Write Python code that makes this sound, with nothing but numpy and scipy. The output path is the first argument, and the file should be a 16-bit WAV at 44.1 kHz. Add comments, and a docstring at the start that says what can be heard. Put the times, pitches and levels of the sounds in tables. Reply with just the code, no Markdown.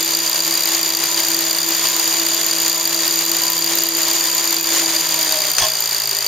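"""Electric winch, close up

A winch winds in rope right by the microphone, then slows as the hook comes up and knocks on the bumper.
The motor hums and whines at multiples of its shaft speed, the gears whirr and the brushes hiss. A steel
pawl bounces unevenly over its ratchet, some sixty ringing ticks a second, falling into step as it slows.
"""
import sys
import numpy as np
from scipy.fft import rfft, irfft, next_fast_len
from scipy.io import wavfile
from scipy.ndimage import map_coordinates

SR = 44100
rng = np.random.default_rng(int(sys.argv[2]) if len(sys.argv) > 2 else 0)


def to_wav(sig):
    """Store sig (one row per channel, or 1-D mono) as 16-bit WAV at the path in sys.argv[1].

    Samples outside -1..1 are clipped; the rate is SR.
    """
    pcm = np.clip(np.atleast_2d(sig), -1, 1) * 32767
    pcm = np.round(pcm).astype(np.int16)
    wavfile.write(sys.argv[1], SR, pcm.T)  # frames by channels


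N = 276507


def ratchet(speed, ring_gain_db=2.2, snap_gain_db=1, detune=0.0039, left_lead_s=0.000013):
    """Each drop snaps the pawl's tip and sets its close modes swelling and dying."""
    # Modes of the steel pawl and of its tip. Each row: frequency in Hz, level in dB, t60 in seconds.
    pawl_modes = [(4464, -2.5, 0.0097), (4727.7, 6, 0.016), (4796.4, 4.5, 0.023), (6460, -4, 0.0084),
                  (8745, -10.5, 0.014), (9740, -13, 0.019)]
    tip_modes = [(6980, -2.5, 0.0095), (12560, 1.5, 0.0046), (13540, 2.5, 0.013), (14150, 1.5, 0.0044)]
    times, ring_db, snap_db = pawl_drops(speed).T
    t = np.arange(SR // 40) / SR
    seat = 1 + detune * rng.standard_normal((len(times), 1))  # how the pawl sits shifts all its modes
    out = np.zeros((2, N))
    for k, (hz, db, t60) in enumerate(pawl_modes):
        size = (-1) ** k * amp(ring_db + ring_gain_db + db)[:, None]  # neighbours start in opposition
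        out += placed(times, size * amp(-60 * t / t60) * np.sin(2 * np.pi * hz * seat * t))
    attack = 1 - np.exp(-t / 0.00021)
    for hz, db, t60 in tip_modes:  # the tip lands a little differently every time
        strength, phase, stray = rng.standard_normal((3, len(times), 1))
        envelope = attack * amp(snap_db[:, None] + snap_gain_db + db + 0.76 * strength - 60 * t / t60)
        tip_hz = hz * (1 + 0.012 * stray)
        for channel, lead in enumerate([left_lead_s, 0]):  # the left microphone is nearer
            snap = envelope * np.sin(2 * np.pi * tip_hz * (t + lead) + 1.36 * phase)
            out[channel] += placed(times, snap)
    return out * amp([[.25], [-.25]])


def pawl_drops(speed, teeth_per_turn=0.8054, ring_spread_db=3.0, snap_spread_db=4.0, calm=0.43):
    """Hard drops with lighter bounces between them, as rows of seconds, ring dB and snap dB."""
    # The pawl's hardest drops. 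Each row: time in seconds, ring in dB, snap in dB.
    hard_drops = np.array([(0.0069, -13.0, -16), (0.149, -9, -14), (0.276, -12.0, -16), (0.4035, -10, -16),
                           (0.4776, -16, -11.0), (0.5527, -10.0, -14.0), (0.5745, -11.5, -11),
                           (0.7475, -10.5, -13), (0.83, -10, -13), (0.9025, -13, -14),
                           (0.9492, -11.5, -14.0), (1.0374, -12.5, -10.0), (1.144, -12, -14),
                           (1.2027, -13.0, -10.0), (1.284, -15, -9), (1.3453, -9.5, -12.0),
                           (1.3894, -12.5, -12), (1.5097, -10.0, -13.0), (1.585, -11.0, -12),
                           (1.6877, -14.5, -7.5), (1.7485, -11.5, -12), (1.8692, -10.5, -15),
                           (1.996, -12.0, -12.0), (2.1382, -13.0, -13), (2.2648, -13.0, -11),
                           (2.3455, -15.0, -9), (2.4648, -16, -10), (2.5111, -9.5, -16.0),
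                           (2.6973, -11.5, -12), (2.854, -10.0, -12), (2.8751, -16, -9),
                           (2.9445, -12.0, -12.0), (3.0779, -11.0, -9), (3.1896, -10.5, -12.0),
                           (3.2626, -16, -12), (3.4186, -14.5, -11), (3.5009, -21, -7),
                           (3.5908, -16.0, -10), (3.7539, -23, -8), (3.8358, -19, -7), (3.986, -18, -11),
                           (4.1341, -18, -12), (4.2079, -11, -13), (4.3492, -19, -8.5), (4.4543, -15, -12),
                           (4.5439, -17, -10.0), (4.6102, -19, -11), (4.7982, -12.5, -15),
                           (4.8587, -10.0, -22.0), (4.9631, -9, -15.0), (5.0897, -14, -14),
                           (5.2286, -11, -12), (5.3229, -11, -11), (5.419, -11, -15), (5.5159, -15, -10.5),
                           (5.8049, -17, -9.0), (5.9458, -12, -15), (6.1112, -13, -13.0),
                           (6.2638, -12.5, -13)])
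    # How a bounce sounds. Each row: landing place on the tooth from 0 to 1, ring in dB, snap in dB.
    tooth_sound = [(.1, -15, -11.5), (.3, -13.8, -13.5), (.42, -13.6, -17), (.52, -14.8, -15.5),
                   (.6, -16.8, -16.5), (.7, -17, -14.5), (.9, -18.5, -18.5)]
    t = np.arange(N) / SR
    teeth = 0.45 + teeth_per_turn * np.cumsum(speed) / SR  # the pawl starts partway along a tooth
    throw = (speed / speed[0]) ** 10  # a slower ratchet throws the pawl far less
    hard_teeth = np.interp(hard_drops[:, 0], t, teeth)
    landed = np.concatenate([bounces(start, stop, np.interp(start, teeth, throw))
                             for start, stop in zip(hard_teeth, hard_teeth[1:])])
    place, ring_db, snap_db = np.transpose(tooth_sound)
    wildness = calm + (1 - calm) * np.interp(landed, teeth, throw)  # a settled pawl ticks more evenly
    chance = rng.uniform(-1, 1, (len(landed), 2)) * wildness[:, None]
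    light_drops = np.c_[np.interp(landed, teeth, t),
                        np.interp(landed, place, ring_db, period=1) + ring_spread_db * chance[:, 0],
                        np.interp(landed, place, snap_db, period=1) + snap_spread_db * chance[:, 1]]
    return np.vstack([hard_drops, light_drops])


def bounces(start, stop, throw, settled_teeth=2, tries=60, hops=28):
    """Landings, in teeth, between two hard drops: the chance run that comes nearest the second."""
    # How a tooth throws the pawl. Each row: landing place from 0 to 1, flight in teeth at full throw.
    flights = [(.1, 2.57), (.3, 2.48), (.37, 2.83), (.42, 2.35), (.52, 1.85), (.6, 1.73), (.9, 1.68)]
    place, flight = np.transpose(flights)
    runs = [np.full(tries, start)]
    for chance in rng.standard_normal((hops, tries)):
        kick = np.interp(runs[-1], place, flight, period=1) - settled_teeth + .025 * chance
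        runs.append(runs[-1] + settled_teeth + throw * kick)
    runs = np.array(runs)
    last, nearest = np.unravel_index(np.argmin(np.abs(runs - stop)), runs.shape)
    return runs[1:last, nearest]


def motor(speed, angle, commutator_bars=42):
    """Shaft tones, magnetic hum at twice the shaft speed and commutator whine, locked to the shaft."""
    # Hum and whine, both sinking as the motor runs down. Each row: time in seconds, level in dB.
    hum_levels = [(0, -33), (1.6, -32), (4.9, -32), (5.28, -34.5), (5.37, -48), (5.5, -44)]
    whine_levels = [(0, -30), (1, -30.5), (1.6, -31), (1.9, -26), (2.4, -28), (3, -27.5), (3.6, -29),
                    (4.1, -26), (4.5, -28), (4.65, -29), (4.9, -31), (5.15, -38), (6.27, -52)]
    # How well the casing radiates the hum. Each row: frequency in Hz, gain in dB.
    casing = [(280, -38), (305, -0.5)]
    sides = np.array([[-1], [1]])  # left and right microphones
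    tight, ripple_db = drum(angle)
    tones = shaft_tones(speed, angle, sides)
    hum_db = curve(hum_levels) + along(casing, 2 * speed) - 1 - 4 * tight + 0.76 * ripple_db
    hum_gain = amp(hum_db + 1.93 * wobble(22))
    hum = hum_gain * np.sin(2 * angle + 0.15 * wobble(30) + 0.047 * sides * wobble(70))
    whine_gain = amp(curve(whine_levels) + 1.3 * wobble(25))
    whine = whine_gain * np.sin(commutator_bars * angle + 0.71 * sides + 0.07 * wobble(50))
    return np.sqrt(2) * (tones + hum + whine)


def shaft_tones(speed, angle, sides, fade_db_per_octave=27, flutter_db=4.0, right_lead_rad=0.0042):
    """The shaft's unbalance sounds once a turn, with overtones that fade as the motor slows."""
    # Low tones, each swelling as it slides through a panel resonance. Each row: multiple of the speed,
    # level in dB, change at the drum's tight spot in dB, resonance in Hz, width in Hz, gain in dB.
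    low_tones = [(3, -49.5, 2.5, 388, 17, 14), (4, -61.5, 5, 622, 31.4, 31), (5, -50.5, -2, 770, 28, 13),
                 (6, -49, 9.5, 967, 32, 3.5), (8, -58.5, 0, 960, 30, 24)]
    # Faint higher tones. Each row: multiple of the speed, level in dB.
    high_tones = [(7, -52), (11, -50.5), (14, -52.5), (15, -48.5), (17, -47), (19, -49.5), (20, -47),
                  (21, -44), (23, -47), (24, -44), (35, -44)]
    tight, ripple_db = drum(angle)
    pace = speed / speed[0]
    unbalance = pace * amp(-47.5 + 1.45 * wobble(13))
    tones = unbalance * np.sin(angle + 0.16 * wobble(36) + 0.091 * sides * wobble(40))
    slowing_db = fade_db_per_octave * np.log2(pace)
    for order, db, tight_db, centre_hz, width_hz, peak_db in low_tones:
        panel_db = peak_db * np.exp(-((order * speed - centre_hz) / width_hz) ** 2)
        drum_db = tight_db * tight * amp(slowing_db) + 2 * ripple_db
        gain = amp(db + slowing_db + drum_db + panel_db + 2.6 * wobble(25))
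        tones += gain * np.sin(order * angle + 0.55 * wobble(45))
    effort = pace ** 3.1
    for order, db in high_tones:  # play in the gears makes each of them flutter
        phase = order * (angle + right_lead_rad * sides) + 0.5 * wobble(45)
        tones += effort * amp(db + flutter_db * wobble(20)) * np.sin(phase)
    return tones


def drum(angle, gearing=134, tight_at_turns=0.38, tight_width_turns=0.14):
    """The drum binds once a turn and its gears ripple: tightness from 0 to 1, and ripple in dB."""
    # Gear train ripple. Each row: cycles per drum turn, first crest in drum turns, depth in dB.
    ripples = [(3, 0.23, 0.36), (6, 0.13, .5)]
    turns = angle / (2 * np.pi * gearing)
    from_tight = (turns - tight_at_turns + .5) % 1 - .5
    tight = np.exp(-(from_tight / tight_width_turns) ** 2)
    ripple_db = sum(db * np.cos(2 * np.pi * cycles * (turns - crest)) for cycles, crest, db in ripples)
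    return tight, ripple_db


def gears_and_brushes(angle, grit_db=1.88, surge_db=0.83):
    """Gear teeth and brushes rub in gritty bursts, louder under load."""
    # The rope's pull on the drive. Each row: time in seconds, dB about the usual pull.
    rope_pull = [(0.0, -1.5), (0.4, -0.7), (0.6, -1.6), (0.7, 1.3), (0.95, -1.5), (1.25, 0.2), (1.55, -1.5),
                 (1.85, 1.0), (2.64, -0.5), (2.89, -1.3), (3.04, 1.5), (3.09, -0.6), (3.64, -1.5),
                 (3.69, 1.7), (3.94, -3), (3.99, 2), (4.54, -0.6), (4.64, -3.5), (4.74, 4), (5.09, -0.8),
                 (5.14, 1.5), (5.49, 0.6), (5.54, -2.5), (5.79, -1.1), (6.04, -3.5), (6.27, -2.5)]
    # Colours of the running noise. Each row: frequency in Hz, relative density in dB.
    rumble_colour = [(20, -45), (36, -57), (60, -12), (100, -27), (150, -7), (240, -20.5), (300, -5),
                     (360, 1.5), (480, -4), (750, 1), (1050, 1), (1400, -3), (1900, -27), (3000, -60)]
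    whirr_colour = [(700, -50), (1300, -9.5), (1800, -2), (2600, -3.5), (3400, -1.5), (4100, -1),
                    (4700, -1), (5300, -3.5), (6200, -27), (8000, -60)]
    hiss_colour = [(4000, -42), (5300, -8.5), (6000, -2.5), (6750, -1), (7020, 6.5), (7300, -2),
                   (7650, -12), (8100, -19), (8400, -4.5), (9700, -8), (10600, -14), (12300, -9.5),
                   (14200, -5), (15800, -23.5)]
    _, ripple_db = drum(angle)
    load_db = curve(rope_pull) + ripple_db + 0.55 * wobble(16)
    friction = amp(grit_db * wobble(600) + surge_db * wobble(40))
    rumble = amp(-33.5 + 0.77 * load_db) * housing_noise(rumble_colour, friction)
    whirr = amp(-26 + load_db) * housing_noise(whirr_colour, friction)
    hiss = amp(-22.5 + load_db) * housing_noise(hiss_colour, friction)
    return rumble + whirr + hiss


def hook():
    """The hook clanks against the bumper, rings and jolts the frame."""
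    # Each row is a knock: start in seconds, clank in dB, its t60 in seconds, ring in dB, thump in dB.
    knocks = [(5.583, -13.5, .14, -34, -42), (5.607, -36, .05, -30, -39), (5.621, -20.5, 0.14, -23, -30),
              (5.64, -26, 0.05, -26.5, -35), (5.658, -42, .04, -39, -52)]
    # Modes of the hook and bumper steel, then of the frame.
    # Each row: frequency in Hz, level in dB, t60 in seconds.
    steel_modes = [(633, -6, 0.3), (709, -2, 0.13), (783, -2, .14), (912, -3, 0.16), (1060, -5, 0.16),
                   (1744, -0.5, 0.11), (3030, -4.5, 0.16), (3282, -4, .12), (3380, 4.5, 0.09),
                   (5970, -12, 0.1), (6500, -8, 0.089)]
    frame_modes = [(45, -9, .07), (82, -12, 0.058), (128, 2.5, 0.11), (200, -5.5, 0.082), (390, 3, .05)]
    # Colour of the clank. Each row: frequency in Hz, relative density in dB.
    clank_colour = [(200, -23), (500, -4.5), (1800, 3), (2700, 3), (3400, 2.5), (5200, 6), (6300, 12.5),
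                    (7200, -6), (8100, 0), (9000, 7), (15000, -50)]
    clank = housing_noise(clank_colour)
    t = np.arange(SR // 3) / SR
    thump = sum(amp(db - 60 * t / t60) * np.sin(2 * np.pi * hz * t) for hz, db, t60 in frame_modes)
    crack = 1.05 * amp(-60 * t / 0.039)
    out = np.zeros((2, N))
    for start, clank_db, clank_t60, ring_db, thump_db in knocks:
        ring = np.zeros(len(t))
        for hz, db, t60 in steel_modes:
            decay = amp(db + rng.normal(0, 2.1) - 60 * t / t60)
            ring += decay * np.sin(2 * np.pi * (hz * t + rng.random()))
        envelope = amp(clank_db) * (amp(-60 * t / clank_t60) + crack)
        body = amp(ring_db) * ring + amp(thump_db) * thump
        out += clank * placed([start], envelope[None]) + placed([start], body[None])
    return out


def whistle(hz=12178, db=-48):
    """A thin steady whistle, barely above the hiss."""
    phase = 2 * np.pi * hz * np.arange(N) / SR + np.array([[.7], [-.7]]) + .4 * wobble(33)
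    return amp(db) * np.sqrt(2) * np.sin(phase)


def housing_noise(spectrum, drive=1):
    """Stereo noise of rms 1, excited in step with drive and coloured by spectrum and the housing."""
    # Housing resonances. Each row: centre in Hz, width in Hz, gain in dB.
    resonances = [(434, 20, 2.5), (580, 13, 8.5), (638.5, 6.2, 12.5), (942, 16, 4.5), (1070, 30, 4.5)]
    # Likeness at the two microphones. Each row: frequency in Hz, correlation from 0 to 1.
    likeness = [(30, 0.9), (80, 1), (300, 1), (1000, 0.92), (3000, 0.96), (4100, 0.45), (5500, 0.08),
                (7000, 0.49), (9000, 0.06), (15000, 0.1)]

    def colour(hz):
        """Mid and side gains at each frequency."""
        housing = 1 + sum((amp(db) - 1) / (1 + (2 * (hz - centre) / width) ** 2)
                          for centre, width, db in resonances)
        spread = np.arccos(along(likeness, hz)) / 2
        return amp(along(spectrum, hz)) * housing * np.array([np.cos(spread), np.sin(spread)])

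    mid, side = filtered(rng.standard_normal((2, N)) * drive, colour)
    noise = np.array([mid + side, mid - side])
    return noise / np.sqrt(np.mean(noise ** 2))


def amp(db):
    """Decibels to gain."""
    return 10 ** (np.asarray(db) / 20)


def along(points, hz):
    """Rows of Hz and value, read on a log frequency axis."""
    freqs, values = np.transpose(points)
    return np.interp(np.log(hz + 1), np.log(freqs + 1), values)


def curve(points):
    """Rows of seconds and value, joined into one value per sample."""
    times, values = np.transpose(points)
    return np.interp(np.arange(N) / SR, times, values)


def wobble(rate):
    """A smooth random curve, rate knots a second."""
    return map_coordinates(rng.standard_normal(int(N * rate / SR) + 4), [np.arange(N) * rate / SR])


def filtered(x, response):
    """x shaped by a gain that depends on frequency."""
    size = next_fast_len(N + SR // 4)
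    return irfft(rfft(x, size) * response(np.fft.rfftfreq(size, 1 / SR)), size)[..., :N]


def placed(times, sounds):
    """The sum of short sounds, one a row, each starting at its time in seconds."""
    at = np.round(np.abs(times) * SR).astype(int)[:, None] + np.arange(sounds.shape[1])
    return np.bincount(at.ravel(), sounds.ravel(), N)[:N]


def scene():
    """One shaft drives the motor tones, the gears and the ratchet, close by and just left of centre."""
    # Motor speed. Each row: time in seconds, turns a second.
    shaft_speed = [(0, 166), (1.9, 166.1), (2.9, 166.4), (4.2, 167.3), (4.4, 166.9), (4.65, 165.8),
                   (5.05, 165.3), (5.3, 158.1), (5.55, 150.3), (5.8, 142.6), (6.27, 127.7)]
    speed = curve(shaft_speed)
    angle = 2 * np.pi * np.cumsum(speed) / SR
    winch = motor(speed, angle) + gears_and_brushes(angle) + whistle() + hook() + ratchet(speed)
    return winch * amp([[.17], [-.17]])


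def record(dry, notch_hz=8050, top_hz=15850):
    """The microphone has a narrow notch; the camera keeps nothing above its band limit."""
    notch = lambda hz: amp(-17 * np.exp(-((hz - notch_hz) / 280) ** 2))
    return filtered(dry, lambda hz: notch(hz) * (hz < top_hz))


dry = scene()
out = record(dry)
to_wav(out)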